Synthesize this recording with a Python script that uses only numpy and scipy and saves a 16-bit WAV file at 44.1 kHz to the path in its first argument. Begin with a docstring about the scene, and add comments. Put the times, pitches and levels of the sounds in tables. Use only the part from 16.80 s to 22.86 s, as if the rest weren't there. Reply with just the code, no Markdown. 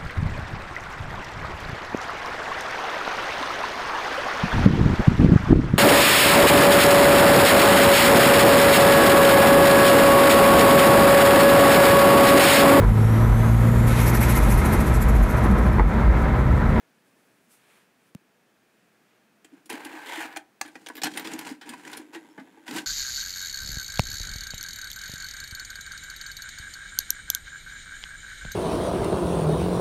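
"""A video cassette is gripped, dragged off the lid of a tape deck and pushed through the flap into its slot.
Plastic scrapes in stick-slip bursts; the loader draws the cassette in and lowers it with clicks and
clacks, then the motor whirs, gear teeth tick and the mechanism rasps. Every contact booms in the
sheet-metal case. Before it all, clothes rustle and one dull tap sounds in the small, quiet room."""
import sys
import numpy as np
from scipy import signal
from scipy.fft import rfft, irfft, next_fast_len
from scipy.io import wavfile
from scipy.ndimage import map_coordinates

SR = 44100
rng = np.random.default_rng(int(sys.argv[2]) if len(sys.argv) > 2 else 0)


def file_out(sig):
    """Save sig as 16-bit WAV at sys.argv[1]."""
    # one column per channel
    cols = np.atleast_2d(sig).T
    # limit, then scale
    lim = np.clip(cols, -1, 1)
    pcm = np.round(lim * 32767).astype(np.int16)
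    wavfile.write(sys.argv[1], SR, pcm)


N = 267246


def amp(db):
    """Decibels to gain."""
    return 10 ** (np.asarray(db) / 20)


def unit(x):
    """Scale to rms 1."""
    return x / np.sqrt(np.mean(x ** 2) + 1e-20)


def burst(x):
    """Scale a hit to the energy of 10 ms at rms 1."""
    return x / np.sqrt(np.sum(x ** 2) / (SR / 100) + 1e-20)


def along(points, hz):
    """Read a (frequency, value) curve on a log frequency axis."""
    freqs, values = np.transpose(points)
    return np.interp(np.log(hz + 1), np.log(freqs + 1), values)


def wobble(rate, size=N):
    """Smooth random modulation, rate knots a second."""
    knots = rng.standard_normal(int(size * rate / SR) + 4)
    return map_coordinates(knots, [np.arange(size) * rate / SR])


def swell(middle, length):
    """A bell-shaped fade in and out, timed in seconds."""
    return np.cos(np.pi * np.clip((np.arange(N) / SR - middle) / length, -.5, .5)) ** 2


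def filtered(x, response):
    """Apply a frequency response."""
    size = next_fast_len(len(x) + 4096)
    return irfft(rfft(x, size) * response(np.fft.rfftfreq(size, 1 / SR)), size)[:len(x)]


def coloured(x, curve):
    """Shape x with a (frequency, gain) EQ curve."""
    return filtered(x, lambda hz: amp(along(curve, hz)))


def resonate(x, modes):
    """Ring x through parallel (frequency, width, gain) resonators of alternating polarity."""
    return filtered(x, lambda f: sum((-1) ** k * amp(db) * 1j * f * w / (hz * hz - f * f + 1j * f * w)
                                     for k, (hz, w, db) in enumerate(modes)))


def add(track, s, sound):
    """Mix a sound into the track from time s."""
    start = round(s * SR)
    track[start:start + len(sound)] += sound[:N - start]


# room tone EQ: f/Hz, gain/dB
ROOM_TONE_EQ = [(15, -71), (25, -45), (44, -13), (90, -30), (112, -12.5), (146, -11), (213, -5), (286, -9),
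                (475, -11), (558, -14), (604, -13), (1000, -17.5), (1630, -16), (3930, -26), (15000, -33.5)]
# two faint narrow bands of hiss in the room tone: f/Hz, width/Hz, gain/dB
HISS_BANDS = [(1650, 130, 0.5), (2540, 140, -0.5)]


def room_tone():
    """A bed of room noise with two faint narrow bands of hiss, wavering slightly."""
    waver = amp(.4 * wobble(4))
    hiss = amp(-78.5) * unit(resonate(rng.standard_normal(N), HISS_BANDS))
    air = amp(-65) * unit(coloured(rng.standard_normal(N), ROOM_TONE_EQ))
    return waver * (air + hiss)


# cloth moves: middle t/s, length/s, body/dB, hiss/dB
RUSTLES = [(0.454, 1, -80, -74), (0.738, 0.14, -68, -61), (0.915, 0.45, -62.5, -68),
           (1.25, 0.22, -71, -72.5), (2.363, 0.31, -73.5, -94)]
# EQ of the cloth's body and of its hiss: f/Hz, gain/dB
CLOTH_BODY_EQ = [(300, -7.5), (1000, -0.5), (2400, 1), (4000, -8), (15000, -39)]
CLOTH_HISS_EQ = [(2500, -9), (6000, -1.5), (9500, 3.5), (15000, -4.5)]


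def clothes():
    """Cloth rustles in soft, uneven swells as an arm reaches out."""
    body_gain, hiss_gain = sum(np.outer(amp([body_db, hiss_db]), swell(s, length))
                               for s, length, body_db, hiss_db in RUSTLES)
    folds = amp(1.8 * wobble(35))
    body = unit(coloured(rng.standard_normal(N), CLOTH_BODY_EQ))
    hiss = unit(coloured(rng.standard_normal(N), CLOTH_HISS_EQ))
    return folds * (body_gain * body + hiss_gain * hiss)


def thud(t, hz, attack):
    """A low sine that swells for attack seconds and dies away."""
    age = t / attack
    return age ** 2 * np.exp(2 * (1 - age)) * np.sin(2 * np.pi * hz * t)


# one close, dull tap: t/s, level/dB, f/Hz, attack/s
TAP = (1.3505, -30, 175, .0034)


def tap():
    """A tiny tick leads into two cycles of dull thud."""
    s, db, hz, attack = TAP
    out, t = np.zeros(N), np.arange(SR // 10) / SR
    tick_modes = [(500, 250, 6.0), (2750, 610, -2.5), (6500, 14000, -11.5), (12100, 9400, -25)]
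    add(out, s - .001, amp(-49) * burst(resonate(1. * (t == 0), tick_modes)))
    add(out, s, amp(db) * thud(t, hz, attack))
    return out


def chatter(t, t60, rise):
    """The force of a contact: micro-impacts that die away fast."""
    return rng.standard_normal(len(t)) * amp(-60 * t / t60) * (1 - np.exp(-t / rise))


def strike(t, t60):
    """A short contact is mostly one clean blow; a long one is mostly chatter."""
    clean = np.clip(1 - t60 / 0.093, 0, 1)
    blow = burst(1. * (t == t[SR // 2000]))
    return np.sqrt(clean) * blow + np.sqrt(1 - clean) * burst(chatter(t, t60, rise=0.00011))


def varied(modes, spread_db):
    """Each contact point favours other modes, and the changing grip detunes them a little."""
    return [(hz * (1 + .012 * rng.standard_normal()), width, db + spread_db * rng.standard_normal())
            for hz, width, db in modes]


# resonators of the deck and cassette: f/Hz, width/Hz, gain/dB
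CASE_MODES = [(251, 32, -7.5), (304.3, 38, 1), (343.2, 42, -3), (427, 73, -11.5)]  # sheet-metal lid
HOLLOW_MODES = [(520, 100, -10.5), (655, 21, -5), (791, 68, 2), (874, 61, -2), (937, 63, -3.5),
                (1170, 51, -8), (1292, 50, -13.5)]  # hollow of the cassette shell
WALL_MODES = [(1527, 98, -1.5), (1718, 92, -2.5), (1890, 84, -2.5), (2080, 200, -4.5), (2450, 270, -6),
              (2696, 150, -7.5), (2977, 104, -8), (3200, 67, -4), (3430, 490, -11.5), (3950, 106, -12),
              (4256, 74, -12.5)]  # stiff plastic walls
RIB_MODES = [(5000, 210, 10), (5350, 46, 5), (5670, 250, 5), (6500, 260, 4), (7100, 510, 6.5),
             (8430, 240, 6), (8900, 530, 6.5), (9600, 670, 0)]  # small levers, guides and ribs
# EQ of an edge click: f/Hz, gain/dB
EDGE_EQ = [(3000, -1), (4400, 1.5), (5600, -2), (8000, 0.5), (10500, -6.5), (13000, -6.5), (16000, -11)]
# hits of cassette, flap and loader: t/s, wall level/dB, hardness/dB, edge f/Hz, base t60/s, boom/dB
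CONTACTS = [(2.645, -54, 4, 7700, 0.036, -53), (2.857, -63, 13, 9800, .035, -55),
            (2.8932, -42, -3, 6500, 0.066, -51), (2.8978, -36, 2, 10000, 0.042, -59),
            (2.927, -48, 6, 10200, .02, -36), (3.0477, -43.5, 5, 9900, 0.024, -50),
            (3.561, -36, -4, 6470, 0.037, -57), (3.564, -39, -8, 4400, 0.022, -49),
            (3.57, -38, 2, 9000, 0.014, -42), (3.8497, -47.5, -5, 3500, 0.043, -44),
            (3.8596, -51.5, -1, 9100, 0.022, -61), (3.877, -49.5, -2, 9100, 0.04, -53),
            (3.954, -43, -7.5, 5950, 0.026, -45.5), (4.062, -44.5, -1.5, 6340, 0.011, -51),
            (4.068, -42, -1, 6000, 0.014, -48), (4.086, -43, 2.5, 8900, 0.012, -54),
            (4.0995, -41.5, -18, 6500, 0.024, -43), (4.1526, -47.5, 5, 13600, 0.028, -45),
            (4.167, -49.5, 8, 13400, .018, -57), (4.175, -41.5, -1.5, 13100, 0.048, -42.5),
            (4.217, -37, 4, 4540, 0.022, -41.5), (4.243, -38, 7, 11000, 0.02, -46),
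            (4.254, -31, -1.5, 4500, 0.035, -45), (4.268, -34, -2, 8000, 0.018, -43),
            (4.315, -53, 6, 3400, .025, -57), (4.337, -48.5, 7, 3300, 0.034, -50),
            (4.359, -50, 6, 9000, .04, -55), (4.3726, -32, 3, 9200, 0.028, -38.5),
            (4.395, -38.5, 2, 13700, 0.024, -41), (4.444, -39.5, 1, 4450, 0.066, -38.5),
            (4.472, -40.5, 3, 4600, 0.014, -38), (4.516, -44, -1, 8850, 0.033, -51),
            (4.5347, -45, 11.5, 7100, 0.015, -38), (4.59, -40.5, 6, 10900, 0.016, -46),
            (4.649, -50, 2, 5000, 0.018, -49), (4.669, -42, 0.5, 7600, .025, -44),
            (4.69, -47, 2, 5000, 0.021, -49), (4.8114, -43, -2.5, 4500, 0.074, -54),
            (4.891, -45.5, 9, 8900, 0.03, -50), (4.934, -43, -6, 7640, 0.035, -50),
            (5.05, -49, -1, 6700, 0.015, -63), (5.076, -45.5, 0.5, 6070, 0.02, -56),
            (5.115, -55, 8, 10500, .02, -60), (5.13, -42, 4, 3900, 0.029, -48),
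            (5.171, -44.5, 8, 9900, 0.03, -47), (5.332, -58, -6, 3770, .03, -51),
            (5.346, -41, -4, 3400, 0.041, -43.5), (5.578, -44.5, -16, 3500, 0.043, -41),
            (5.595, -48, -7, 3500, 0.044, -60), (5.671, -60, -20, 4000, 0.022, -58),
            (5.773, -64, -25, 6000, 0.033, -50), (5.867, -58, 4, 7000, .025, -62),
            (5.8785, -39, -1.5, 3400, 0.024, -56), (5.91, -42, 2.5, 4470, 0.011, -43),
            (5.939, -51, 5, 12500, .03, -50), (5.959, -38.5, 3, 3600, 0.033, -59),
            (5.981, -35, 3, 3400, 0.04, -44)]


def contacts():
    """Plastic hits boom in the case; hard ones click at the edge, soft ones sound the hollow shell."""
    out, t = np.zeros(N), np.arange(SR // 5) / SR
    for s, wall_db, hardness, edge_hz, t60, boom_db in CONTACTS:
        click_db = wall_db - 4.5 + hardness
        hollow_db = wall_db - 7 - 0.41 * hardness
        # a harder hit reaches the higher wall modes and opens the shell's filter
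        tilt_db_per_octave = np.clip(hardness + .5, -10, 10)
        top_hz = np.clip(11000 * 2 ** (hardness / 10), 2500, 18000)
        tilted = [(hz, width, db + tilt_db_per_octave * np.log2(hz / WALL_MODES[0][0]))
                  for hz, width, db in WALL_MODES]
        walls = burst(resonate(strike(t, 2.22 * t60), varied(tilted, spread_db=2)))
        hollow = burst(resonate(strike(t, 2.3 * t60), varied(HOLLOW_MODES, spread_db=4.5)))
        shell_band = signal.butter(2, [300, top_hz], "bandpass", fs=SR, output="sos")
        shell = signal.sosfilt(shell_band, amp(wall_db) * walls + amp(hollow_db) * hollow)
        boom = burst(resonate(strike(t, t60), CASE_MODES))
        snap = chatter(t, 1.55 * t60, rise=0.0015)
        ribs = burst(resonate(snap, varied(RIB_MODES, spread_db=3)))
        ring = burst(resonate(snap, [(edge_hz, 1400, 0)]))
        click = burst(burst(coloured(snap, EDGE_EQ)) + 0.61 * ribs + 1.37 * ring)
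        add(out, s, shell + amp(boom_db) * boom + amp(click_db) * click)
    return out


def held(start, length, attack_s=0.011, release_t60_s=0.15):
    """The envelope of a rub: quick attack, hold, dying release."""
    t = np.arange(N) / SR - start
    return np.clip(t / attack_s, 0, 1) * amp(-60 * np.maximum(t - length, 0) / release_t60_s)


def stick_slip(per_s, share, decay_s):
    """The grain of a rub: surfaces catch and let go in bursts that carry a share of its power."""
    t = np.arange(SR // 25) / SR
    slips = (rng.random(N) < per_s / SR) * rng.exponential(size=N)
    power = np.abs(signal.fftconvolve(slips, np.exp(-t / decay_s))[:N])
    return np.sqrt(1 - share + share * power / power.mean())


# low end of the loaded chassis: f/Hz, width/Hz, gain/dB
CHASSIS_MODES = [(174, 38.6, -1.5), (222, 53, -2.5)]
# EQ of surface hiss: f/Hz, gain/dB
HISS_EQ = [(2800, -4), (4200, 8.5), (5500, 1), (7300, 6), (9500, 0), (12000, -1), (16000, -9.5)]


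def friction(gains, eq, grip, chassis_db, ring_db):
    """A rub of uneven grip drives three layers: case boom, plastic scrape and surface hiss."""
    def force():
        return grip * rng.standard_normal(N)

    def blend(main, under, db):
        return unit(unit(main) + amp(db) * unit(under))

    boom_gain, scrape_gain, hiss_gain = gains
    boom = blend(resonate(force(), CASE_MODES), resonate(force(), CHASSIS_MODES), chassis_db)
    scrape = blend(coloured(force(), eq), resonate(force(), HOLLOW_MODES + WALL_MODES[:7]), ring_db)
    hiss = blend(coloured(force(), HISS_EQ), resonate(force(), RIB_MODES), ring_db - 2)
    return boom_gain * boom + scrape_gain * scrape + hiss_gain * hiss


def loose_ticks(per_s):
    """Loose levers and ribs tick at random."""
    knocks = (rng.random(N) < per_s / SR) * rng.uniform(.5, 1, N)
    return unit(unit(resonate(knocks, RIB_MODES)) + .5 * unit(resonate(knocks, WALL_MODES)))


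# EQ of the scrape in the slot: f/Hz, gain/dB
SLOT_EQ = [(300, -41), (450, -13), (600, -10.5), (830, 0), (980, 2.5), (1150, -9.5), (1350, -4),
           (1550, -0.5), (2200, -5), (3000, -8), (4200, -16), (5500, -43)]
# the grip, the push along the slot, the carriage's travel and its closing rasp:
# t/s, length/s, scrape/dB, boom over scrape/dB, hiss over scrape/dB
STROKES = [(2.71, 0.077, -66.5, 6.5, -11.5), (3.845, 0.31, -65, 4.5, -3), (4.236, 0.035, -40.5, 4, -5.5),
           (4.298, 0.068, -56, 8.5, -2), (4.351, 0.073, -46, -3.5, -11), (4.444, .105, -42, 1, -8.5),
           (4.574, 0.06, -44.5, -2, -8), (4.645, 0.07, -44, 0, -7), (4.851, 0.093, -48, 0, -10),
           (4.964, 0.098, -56.5, 1, -6), (5.061, 0.14, -49, -4, -9), (5.325, 0.039, -49.5, -9.5, -8.5),
           (5.858, 0.014, -48, -22, -8), (5.88, 0.048, -45.5, 4.5, -6.5), (5.926, 0.03, -42, 2, -5),
           (5.956, .032, -39, -1, -3.5)]


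def strokes():
    """Cassette and carriage rub along their guides, plastic on plastic; ticks ride under the hiss."""
    gains = sum(np.outer(amp([db + boom_db, db, db + hiss_db]), held(s, length))
                for s, length, db, boom_db, hiss_db in STROKES)
    ticks = gains[2] * amp(-9) * loose_ticks(per_s=32)
    grip = stick_slip(per_s=150, share=0.52, decay_s=0.004)
    return ticks + friction(gains, SLOT_EQ, grip, chassis_db=-8.5, ring_db=-2.5)


# soft bumps on the case: t/s, level/dB, f/Hz, attack/s
BUMPS = [(2.724, -43.5, 284.4, .013), (2.903, -32.5, 348, 0.0051), (2.933, -33, 270, 0.0069),
         (3.055, -36, 295, .008), (3.135, -38, 320, .008), (3.322, -38, 345, .005),
         (3.375, -31.5, 322, 0.0107), (3.448, -38, 305, .007), (4.269, -33, 312, 0.01),
         (4.458, -34, 300, .014), (4.548, -33, 290, .005), (4.713, -27.5, 289, 0.0063),
         (4.895, -42, 235, .008), (4.922, -37, 293, 0.0083), (5.196, -36.5, 312, 0.0047),
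         (5.350, -33, 332.5, .016), (5.583, -40, 205, .007), (5.609, -39.5, 274, 0.0094),
         (5.938, -39, 180, .009), (6.028, -39, 300, .005)]


def bumps():
    """Soft pressure swells a low mode of the case without any click."""
    out, t = np.zeros(N), np.arange(SR // 5) / SR
    for s, db, hz, attack in BUMPS:
        add(out, s, amp(db) * thud(t, hz, attack))
    return out


# EQ of the scrape on the lid: f/Hz, gain/dB
DRAG_EQ = [(300, -36), (450, -3.5), (600, -8.5), (850, 2), (1000, -1), (1150, -6), (1400, -7.5), (1550, 2),
           (2000, -5), (2500, -8.5), (3000, -13), (4200, -18), (5500, -29)]
# how hard the hand drags: t/s, effort/dB
DRAG_EFFORT = [(2.96, -42), (2.966, -45), (3.226, -43.5), (3.27, -40.5), (3.446, -39), (3.498, -47.5),
               (3.53, -44), (3.545, -51)]


def drag(start_s=2.897, length_s=0.675, middling_db=-41.5):
    """The cassette slides off the lid: more effort scrapes louder and brighter."""
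    t = np.arange(N) / SR
    effort_db = np.interp(t, *np.transpose(DRAG_EFFORT)) - middling_db
    boom_db = -47 - 13.5 * np.clip(t - start_s, 0, length_s)  # fades as the weight leaves the lid
    scrape_db = -41.5 + 0.99 * effort_db
    hiss_db = -52.5 + 2.5 * effort_db
    gains = held(start_s, length_s) * amp([boom_db, scrape_db, hiss_db])
    grip = stick_slip(per_s=260, share=0.65, decay_s=0.0028)
    return friction(gains, DRAG_EQ, grip, chassis_db=-18.5, ring_db=-6)


# single parts that ring out: t/s, f/Hz, level/dB, t60/s
PART_RINGS = [(2.898, 1000, -38, .09), (2.908, 450, -37, .08), (3.564, 785, -31, .05),
              (4.218, 2400, -31, .03), (4.251, 4250, -32, .06), (4.266, 780, -28, .05),
              (4.336, 3250, -39, .045), (4.373, 3050, -30, .03), (4.375, 1850, -29, .035),
              (4.936, 975, -33, .06), (5.05, 1800, -32, .022), (5.131, 3400, -35, .03),
              (5.168, 10100, -35, .035), (5.346, 880, -39, .07), (5.773, 850, -47, .06),
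              (5.957, 7800, -33, .015), (5.958, 960, -39, .08), (5.982, 2900, -29, .045)]


def part_rings(attack_s=.0015):
    """A knocked part sings briefly at its own pitch, roughened by its rattling seat."""
    out, t = np.zeros(N), np.arange(SR // 6) / SR
    for s, hz, db, t60 in PART_RINGS:
        rattle = .5 * wobble(hz / 8, size=len(t))
        envelope = (1 - np.exp(-t / attack_s)) * amp(-60 * t / t60)
        add(out, s, amp(db) * envelope * np.sin(2 * np.pi * hz * t + rattle))
    return out


# sweep of the air gap's main resonance: t/s, f/Hz, level/dB
GAP_SWEEP = [(3.18, 2263, -77), (3.27, 2080, -47), (3.328, 2023, -42.5), (3.40, 1796, -41.5),
             (3.445, 1532, -38.5), (3.48, 1450, -60)]


def air_gap():
    """The scrape rings in the gap under the cassette: three bands fall unevenly as the gap lengthens."""
    def band(angle, width_hz):
        return unit(wobble(width_hz) * np.cos(angle) + wobble(width_hz) * np.sin(angle))

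    s, hz, db = np.transpose(GAP_SWEEP)
    t = np.arange(N) / SR
    rocking = 1 + .045 * wobble(60)
    phase = 2 * np.pi * np.cumsum(np.interp(t, s, hz) * rocking) / SR
    voice = band(phase, 560) + amp(-4) * band(1.6 * phase, 1100) + amp(-11) * band(.45 * phase, 120)
    return amp(np.interp(t, s, db, left=-120, right=-120)) * voice


def slam(hit, ring_modes, crack_modes):
    """A heavy blow: the parts crunch together for a few milliseconds, ring and shake the case."""
    s, ring_db, crack_db, t60, boom_db = hit
    out, t = np.zeros(N), np.arange(SR // 8) / SR
    ring = burst(resonate(1. * (t == t[SR // 800]), ring_modes))
    snap = chatter(t, t60, rise=.003) * np.clip(t / .0015, 0, 1)
    crack = burst(burst(resonate(snap, crack_modes)) + .8 * burst(coloured(snap, EDGE_EQ)))
    boom = burst(resonate(strike(t, t60), CASE_MODES))
    add(out, s, amp(ring_db) * ring + amp(crack_db) * crack + amp(boom_db) * boom)
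    return out


# resonators of the slot: f/Hz, width/Hz, gain/dB
PANEL_MODES = [(794, 55, 3), (935, 70, -5), (1168, 60, -0.5), (1700, 75, 1), (2080, 100, 0)]  # front panel
LIP_MODES = [(2560, 200, -1), (3630, 260, -2), (4200, 400, -5), (4800, 450, 0), (6100, 350, -6),
             (6630, 320, 2), (8070, 400, -8)]  # stiff lip
CARRIAGE_MODES = [(800, 70, 1), (1510, 80, -1), (1760, 120, -1), (1950, 90, -2), (2540, 70, -2),
                  (2980, 90, 3), (4200, 180, 0), (4810, 70, -1), (5230, 90, 0), (5660, 110, 2),
                  (6840, 120, -3), (7390, 120, -2), (8150, 140, -1)]  # carriage with the cassette in it
# the two heavy hits: t/s, ring/dB, crack/dB, contact t60/s, boom/dB
LIP_HIT = (3.8116, -30, -29.8, .015, -47)
SEAT_HIT = (4.2332, -30, -25.3, .05, -46)


def clacks():
    """The cassette lands on the lip of the slot, then hits home in the carriage."""
    return slam(LIP_HIT, PANEL_MODES, LIP_MODES) + slam(SEAT_HIT, CARRIAGE_MODES, CARRIAGE_MODES)


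# resonators of the gear train: f/Hz, width/Hz, gain/dB
GEAR_MODES = [(480, 50, -2), (910, 60, 3), (1560, 90, -2), (2050, 300, -6), (3400, 600, -12),
              (6800, 300, -15), (7600, 300, -16), (10900, 500, -17)]
# load on the motor once the cassette trips its switch: t/s, level/dB
MOTOR_LOAD = [(4.82, -1), (5.2, 0), (5.29, -3), (5.45, 2.5), (5.54, -2), (5.72, -3), (5.85, -2), (6.05, -1)]


def motor(tooth_hz=101, jitter=.06):
    """The loading motor whirs through the case and its gear teeth tick, both louder under load."""
    t = np.arange(N) / SR
    load = amp(np.interp(t, *np.transpose(MOTOR_LOAD), left=-120))
    gains = np.outer(amp([-55, -68, -77]), load)  # boom, scrape, hiss
    grip = stick_slip(per_s=98, share=0.52, decay_s=0.0027)
    whir = friction(gains, SLOT_EQ, grip, chassis_db=-16, ring_db=-5)
    teeth = np.cumsum(tooth_hz * (1 + jitter * wobble(40))) / SR
    meshing = np.exp(-5 * (teeth % 1)) * rng.standard_normal(N)  # one noise burst per tooth
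    return whir + load * amp(-63) * unit(resonate(meshing, GEAR_MODES))


# one faint squeak: middle t/s, length/s, f/Hz, level/dB
SQUEAK = (5.515, .07, 5300, -68)


def squeak():
    """A guide sticks and sings for a moment, slightly unsteady."""
    s, length, hz, db = SQUEAK
    phase = 2 * np.pi * np.cumsum(hz * (1 + .02 * wobble(500))) / SR
    return amp(db) * swell(s, length) * np.sin(phase)


# decay of the small room: f/Hz, t60/s
ROOM_DECAY = [(200, 0.41), (2000, 0.18), (12000, 0.11)]


def reverb(x):
    """A short diffuse tail, with 5 ms of pre-delay for the first wall."""
    hz, t, spectrum = signal.stft(rng.standard_normal(SR // 2), SR, nperseg=256)
    decay = amp(-60 * t / along(ROOM_DECAY, hz)[:, None])
    tail = signal.istft(spectrum * decay, SR, nperseg=256)[1]
    tail = np.pad(tail / np.linalg.norm(tail), (SR // 200, 0))
    return signal.fftconvolve(x, tail)[:N]


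def scene():
    """Mono mix: cassette and deck feed the reverb; tap, clothes and room tone stay dry."""
    deck = contacts() + clacks() + part_rings() + bumps()
    deck += drag() + air_gap() + strokes() + motor() + squeak()
    return (deck + amp(-13.5) * reverb(deck) + tap() + clothes() + room_tone())[None]


def record(dry):
    """The microphone rolls off the deep bass and keeps nothing above its band limit."""
    low_cut_hz, top_hz = 88, 15700
    thin = signal.sosfilt(signal.butter(2, low_cut_hz, "highpass", fs=SR, output="sos"), dry[0])
    return filtered(thin, lambda hz: hz < top_hz)[None]


dry = scene()
out = record(dry)
file_out(out)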